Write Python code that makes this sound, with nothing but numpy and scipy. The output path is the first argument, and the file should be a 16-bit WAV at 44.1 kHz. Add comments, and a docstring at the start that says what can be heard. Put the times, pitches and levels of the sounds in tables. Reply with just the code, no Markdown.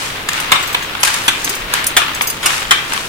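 """A low workshop drone and the rattle of a wooden handloom come first, close up in a hard-walled room.
Then shuttle, picker and beater clack about four times a second: chattering contacts drive wood, beam and crack.
Smaller taps fall between the blows; loose rings and rods chink in their own modes, and a cord squeaks on its pulley.
Rattle and rustle are grainy noise that follows the shaking loom. The loudest blows overload at full scale."""
import sys
import numpy as np
from scipy import signal
from scipy.fft import rfft, irfft, next_fast_len
from scipy.io import wavfile
from scipy.ndimage import uniform_filter1d

SR = 44100
rng = np.random.default_rng(int(sys.argv[2]) if len(sys.argv) > 2 else 0)


def transcribe(u):
    """Save the signal u as a 16-bit wav file named by the first command-line argument.

    u: samples, shape (n,) or (channels, n), limited to [-1, 1]; the rate is SR.
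    q: integer samples, one column per channel.
    """
    v = np.clip(np.atleast_2d(u).T, -1, 1)
    q = np.round(v * 32767).astype(np.int16)
    wavfile.write(sys.argv[1], SR, q)


def voltage_ratio(level):
    """Linear amplitude factor for a level in decibels (scalar or array-like)."""
    return 10 ** (np.asarray(level, float) / 20)


N = 135828  # samples


def along(points, hz):
    """Reads a curve of (Hz, value) points on a log frequency axis."""
    point_hz, value = np.transpose(points)
    return np.interp(np.log(hz + 1), np.log(point_hz + 1), value)


def unit(x):
    """Scales to rms 1."""
    return x / np.sqrt(np.mean(x ** 2) + 1e-20)


def filtered(x, response):
    """Filters x by a complex response of frequency."""
    n = x.shape[-1]
    size = next_fast_len(n + 4096)
    return irfft(rfft(x, size) * response(np.fft.rfftfreq(size, 1 / SR)), size)[..., :n]


def resonances(peaks):
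    """Causal sum of damped resonances with alternating sign."""
    def response(f):
        total = 0
        for k, (centre, width, db) in enumerate(peaks):
            band = 1j * f * width
            total = total + (-1) ** k * voltage_ratio(db) * band / (centre ** 2 - f ** 2 + band)
        return total
    return response


def grainy(shape, spiky_db, grain_s):
    """Noise whose size jumps from grain to grain, as in a run of unequal small contacts."""
    step = max(int(grain_s * SR), 1)
    spikes = np.minimum(rng.exponential(1, shape[-1] // step + 1), 3.5)
    size = voltage_ratio(spiky_db * spikes).repeat(step)[:shape[-1]]
    return rng.standard_normal(shape) * uniform_filter1d(size, step)


# how alike left and right are in the wide layers: pitch_hz, likeness (correlation, 0-1)
LIKENESS = [(30,0.56),(125,0.86),(300,0.95),(550,0.7),(1000,0.019)]


def spread(pair, spectrum):
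    """Colours two unrelated signals and mixes them to a stereo pair of rms 1 with the tabled likeness."""
    def mid_side(hz):
        angle = np.arccos(np.clip(along(LIKENESS, hz), -1, 1)) / 2
        return voltage_ratio(along(spectrum, hz)) * [np.cos(angle), np.sin(angle)]
    mid, side = filtered(pair, mid_side)
    return unit(np.array([mid + side, mid - side]))


def answer(x, t60, seconds):
    """Reverberates x through a fresh decaying noise tail in each channel; t60 as (Hz, s)."""
    hz, t, grid = signal.stft(rng.standard_normal((2, int(SR * seconds))), SR, nperseg=128)
    decay = voltage_ratio(-60 * t / along(t60, hz)[:, None])
    tail = signal.istft(grid * decay, SR, nperseg=128)[1]
    return signal.fftconvolve(x[None], tail / np.linalg.norm(tail[0]), axes=1)


def add(out, s, x):
    """Mixes x into out from time s."""
    start = round(s * SR)
    out[:, start:start + x.shape[1]] += x


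# left-right delay as the camera turns: time_s, right_later_s
TURN = [(.9,.00015),(1.4,-.0003),(2.2,.0002),(2.75,-.00025)]
# decay of the hard-walled room: pitch_hz, t60_s
ROOM_DECAY = [(500,0.35),(3000,0.47),(12000,0.18)]


def place(out, s, x):
    """Sets a sound in space: direct with a left-right delay, then the loom's near surfaces, then the room."""
    near_db, near_t60_s, room_db = 1, .012, -6.5
    half_lag = np.interp(s, *np.transpose(TURN)) / 2
    # the padding leaves space for the channel that is moved earlier
    direct = filtered(np.pad(x, (16, 0)),
                      lambda hz: np.exp(2j * np.pi * hz * half_lag * np.array([[1], [-1]])))
    near = answer(x, [(1000, near_t60_s)], seconds=.03)
    far = answer(x, ROOM_DECAY, seconds=.4)
    add(out, s, direct)
    add(out, s + .0006, voltage_ratio(near_db) * near)
    add(out, s + .006, voltage_ratio(room_db) * far)


# spectrum of the drone: pitch_hz, relative_db (per Hz)
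DRONE_COLOUR = [(20,1.5),(110,-2),(200,-2),(400,-1.5),(900,-3.5),(1500,-21.5)]
# hum lines: pitch_hz, level_db (peak)
HUM_LINES = [(100, -44), (132, -43.5)]
# dull thumps: start_s, length_s, level_db (peak), pitch_hz
THUMPS = [(1.61,.07,-26,40),(2.64,.07,-30,35),(1.46,.03,-27,290),(1.49,.04,-29,400)]


def shop():
    """Low noise drone, two hum lines whose phase wanders, and a few thumps with bell-shaped swells."""
    drone_db = -31
    t = np.arange(N) / SR

    def wavering(hz):
        wander = np.cumsum(rng.standard_normal(N)) * 0.0195  # radians
        return np.sin(2 * np.pi * hz * t + wander)

    hum = sum(voltage_ratio(db) * wavering(hz) for hz, db in HUM_LINES)
    thumps = np.zeros(N)
    for s, length, db, hz in THUMPS:
        swell = np.exp(-((t - s - length / 2) / length * 3.0) ** 2)
        thumps += voltage_ratio(db) * swell * wavering(hz)
    drone = voltage_ratio(drone_db) * spread(rng.standard_normal((2, N)), DRONE_COLOUR)
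    return drone + hum + thumps


# the loom shaking between blows: time_s, rattle_db (frame), rustle_db (heddles)
SHAKING = [(.03,-21.5,-27),(.26,-26.5,-41),(.37,-18,-28.5),(.5,-22.5,-38),(.6,-20.5,-30.5),(.99,-25,-40.5),(1.07,-16.5,-22.5),(1.15,-18.5,-25),(1.26,-22.5,-31),(1.42,-24,-30.5),(1.5,-21.5,-27.5),(1.68,-26,-41),(1.769,-16,-28),(1.94,-25,-54),(2.04,-20.5,-37),(2.4,-27,-36.5),(2.5,-15,-23.5),(2.57,-20,-24),(2.69,-24.5,-35.5),(2.88,-24,-33),(2.95,-20,-28.5),(3.08,-27.5,-31.5)]
# spectrum of the frame rattle: pitch_hz, relative_db (per Hz)
FRAME_COLOUR = [(500,-26.5),(900,-2.5),(1150,0),(2800,-1.5),(3900,-5.5),(4600,-11.5),(7000,-23)]
# spectrum of the heddle rustle: pitch_hz, relative_db (per Hz)
HEDDLE_COLOUR = [(2500,-24),(4500,1.5),(8000,-1),(12000,-10),(16000,-43)]


def frame():
    """Dense small knocks of the shaking frame and the finer rustle of the heddles, as grainy noise."""
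    sharp_hz, sharpens = 9500, .6  # the rustle above this swings wider: extra dB per dB
    s, rattle_db, rustle_db = np.transpose(SHAKING)

    def level(db):
        return voltage_ratio(np.interp(np.arange(N) / SR, s, db))

    rattle = spread(grainy((2, N), spiky_db=1.78, grain_s=.003), FRAME_COLOUR)
    rustle = spread(grainy((2, N), spiky_db=2.5, grain_s=0.0022), HEDDLE_COLOUR)
    top = filtered(rustle, lambda hz: hz ** 2 / (hz ** 2 + sharp_hz ** 2))
    top_db = rustle_db + sharpens * (rustle_db - rustle_db.mean())
    return level(rattle_db) * rattle + level(rustle_db) * (rustle - top) + level(top_db) * top


# wooden blows: start_s, level_db, knock_db (low, over the wood), crack_db (bright, over the wood), chatter_s
BLOWS = [(.288,-9,-8,-4.5,0.0052),(.519,-2.5,-1,-7.5,0.011),(0.556,-17,-8,-13,0.013),(0.746,-8.5,-4.5,-13.5,0.0064),(1.032,-7,-4.5,3,0.0076),(1.049,-16.5,-8,3,0.012),(1.073,-15,-8.5,-4,0.013),(1.2804,-2,-11.5,-8.5,0.011),(1.7382,-7.5,-7,0,0.0035),(1.9671,-3,-3.5,-4.5,0.016),(2.017,-16,-1.5,-20,0.0092),(2.21,-4.5,-3.5,-37,0.0035),(2.43,-23,-5.5,-6,0.027),(2.459,-12.5,-0.5,2.5,0.014),(2.7093,-0.5,-11.5,-9.5,0.014)]
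# small loose parts tapping between the blows: start_s, level_db, crack_db (bright, over the wood)
LOOSE_TAPS = [(.332,-23,4.5),(.951,-13,-29),(1.142,-20,7),(1.476,-17,-15),(1.843,-20,4),(2.921,-15,-13),(2.935,-20.5,6.5),(2.976,-16.5,-24)]
# resonances of the struck wood: pitch_hz, width_hz, relative_db
WOOD_PEAKS = [(1637,440,-0.5),(2410,410,2.5),(2817,680,1),(3690,760,-1)]
# resonances of the low knock in the beam: pitch_hz, width_hz, relative_db
BEAM_PEAKS = [(478,316,-10.5),(778,313,-4),(1160,296,1)]
# spectrum of the bright crack, also the tick of the chinks: pitch_hz, relative_db (per Hz)
CRACK_COLOUR = [(3000,-39),(4500,-3),(9000,-1.5),(14800,-11.5),(16000,-49)]


def crack_response(hz):
    """Colour of the bright contact noise."""
    return voltage_ratio(along(CRACK_COLOUR, hz))


def clacks():
    """Each blow or tap is a short chatter of contacts that drives the wood, the beam and a bright crack."""
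    rise_s, fall_db, fall_power = 0.00055, 9, 1.92  # attack, loss at the end of the chatter, abruptness
    tap_chatter_s, tap_knock_db = 0.004, -6.5
    out, t = np.zeros((2, N + SR)), np.arange(SR // 10) / SR
    taps = [(s, db, tap_knock_db, crack_db, tap_chatter_s) for s, db, crack_db in LOOSE_TAPS]
    for s, db, knock_db, crack_db, chatter_s in BLOWS + taps:
        fall = voltage_ratio(-fall_db * (t / max(chatter_s, .001)) ** fall_power)
        chatter = (1 - np.exp(-t / rise_s)) * fall
        contacts = unit(grainy((3, len(t)), spiky_db=2.0, grain_s=.0007))

        def driven(noise, response):
            # levelled by the same noise without the chatter envelope
            return filtered(noise * chatter, response) / np.std(filtered(noise, response))

        wood = driven(contacts[0], resonances(WOOD_PEAKS))
        knock = voltage_ratio(knock_db) * driven(contacts[1], resonances(BEAM_PEAKS))
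        crack = voltage_ratio(crack_db) * driven(contacts[2], crack_response)
        place(out, s - .0015, voltage_ratio(db) * (wood + knock + crack))
    return out[:, :N]


# ring chinks: start_s, level_db, strike_point (0-1), damping (times the free decay rate)
RING_STRIKES = [(.401,-20,0.22,0.72),(1.867,-12.5,0.1,0.74)]
# modes of the ring: pitch_hz, relative_db, t60_s (at damping 1)
RING_MODES = [(6433,-1,.045),(8086,-9,.06),(9491,1,.045),(10930,-6,.056),(12780,-8,.06),(14920,-4,.04)]
# rod chinks: start_s, level_db, strike_point (0-1 along the rod), damping (times the free decay rate)
ROD_STRIKES = [(.627,-26,.2,2.2),(.674,-28.5,.1,1.3),(.729,-26,.2,1.4),(.827,-27,.2,2.3),(1.445,-17,.3,2.7),(1.494,-17,.19,2.3),(1.552,-23.5,0.22,2.8),(2.148,-22.5,.19,2.4),(2.218,-17,.09,1.25),(2.272,-17.5,0.34,1.1),(2.301,-18.5,.3,3)]
# modes of the rod: pitch_hz, relative_db, t60_s (at damping 1)
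ROD_MODES = [(5030,-6,.12),(6380,-2,.16),(7805,0,.13),(9713,-2,.13),(12142,2,.15),(13440,-3,.13),(15000,-4,.13),(15358,-10,.15)]


def chinks(strikes, modes, swell_s):
    """A metal piece rings in the modes that move at the struck point, over a thin noise tick."""
    tick_db, tick_t60_s = -1.5, 0.056
    out, t = np.zeros((2, N + SR)), np.arange(SR // 6) / SR
    for s, db, point, damping in strikes:
        ring = np.zeros(len(t))
        for k, (hz, mode_db, t60) in enumerate(modes):
            decay = voltage_ratio(mode_db - 60 * damping * t / t60)
            movement = np.sin(np.pi * (k + 1) * point)
            ring += decay * movement * np.sin(2 * np.pi * (hz * t + rng.random()))
        ring *= 1 - np.exp(-t / swell_s)
        tick = unit(filtered(rng.standard_normal(len(t)), crack_response))
        tick = tick * voltage_ratio(tick_db - 60 * t / tick_t60_s)
        place(out, s - .001, voltage_ratio(db) * (ring + tick))
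    return out[:, :N]


# cord squeaks: start_s, length_s, from_hz, to_hz, level_db (peak, direct sound)
CORD_SQUEAKS = [(0.995,0.031,10200,11700,-26),(1.226,0.066,11300,11000,-27)]


def squeaks():
    """Thin gliding squeaks of a cord on its pulley, made fuzzy by a jittering pitch."""
    out = np.zeros((2, N + SR))
    for s, length, from_hz, to_hz, db in CORD_SQUEAKS:
        n = int(length * SR)
        jitter_hz = 400 * unit(uniform_filter1d(rng.standard_normal(n), size=40))
        hz = np.linspace(from_hz, to_hz, n) + jitter_hz
        tone = np.sin(2 * np.pi * np.cumsum(hz) / SR)
        place(out, s, voltage_ratio(db) * np.hanning(n) ** .5 * tone)
    return out[:, :N]


# stereo balance of the whole mix: pitch_hz, left_over_right_db
BALANCE = [(500,-1),(2500,3),(12000,0.5)]


def scene():
    """Sums all sources in stereo and tilts the left-right balance over frequency."""
    mix = clacks()
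    mix = mix + chinks(ROD_STRIKES, ROD_MODES, swell_s=0.00093)
    mix = mix + chinks(RING_STRIKES, RING_MODES, swell_s=0.0017)
    mix = mix + squeaks() + frame() + shop()
    return filtered(mix, lambda hz: voltage_ratio(np.outer([.5, -.5], along(BALANCE, hz))))


def band_limit(x):
    """A steep low-pass at the top of the band."""
    return signal.sosfilt(signal.butter(12, 16310, fs=SR, output="sos"), x)


def record(dry):
    """Cuts the extreme treble, then overloads hard at full scale."""
    top_hz = 15850
    limited = filtered(dry, lambda hz: hz < top_hz)
    overloaded = np.clip(limited, -1, 1)
    return band_limit(overloaded)


dry = scene()
out = record(dry)
transcribe(out)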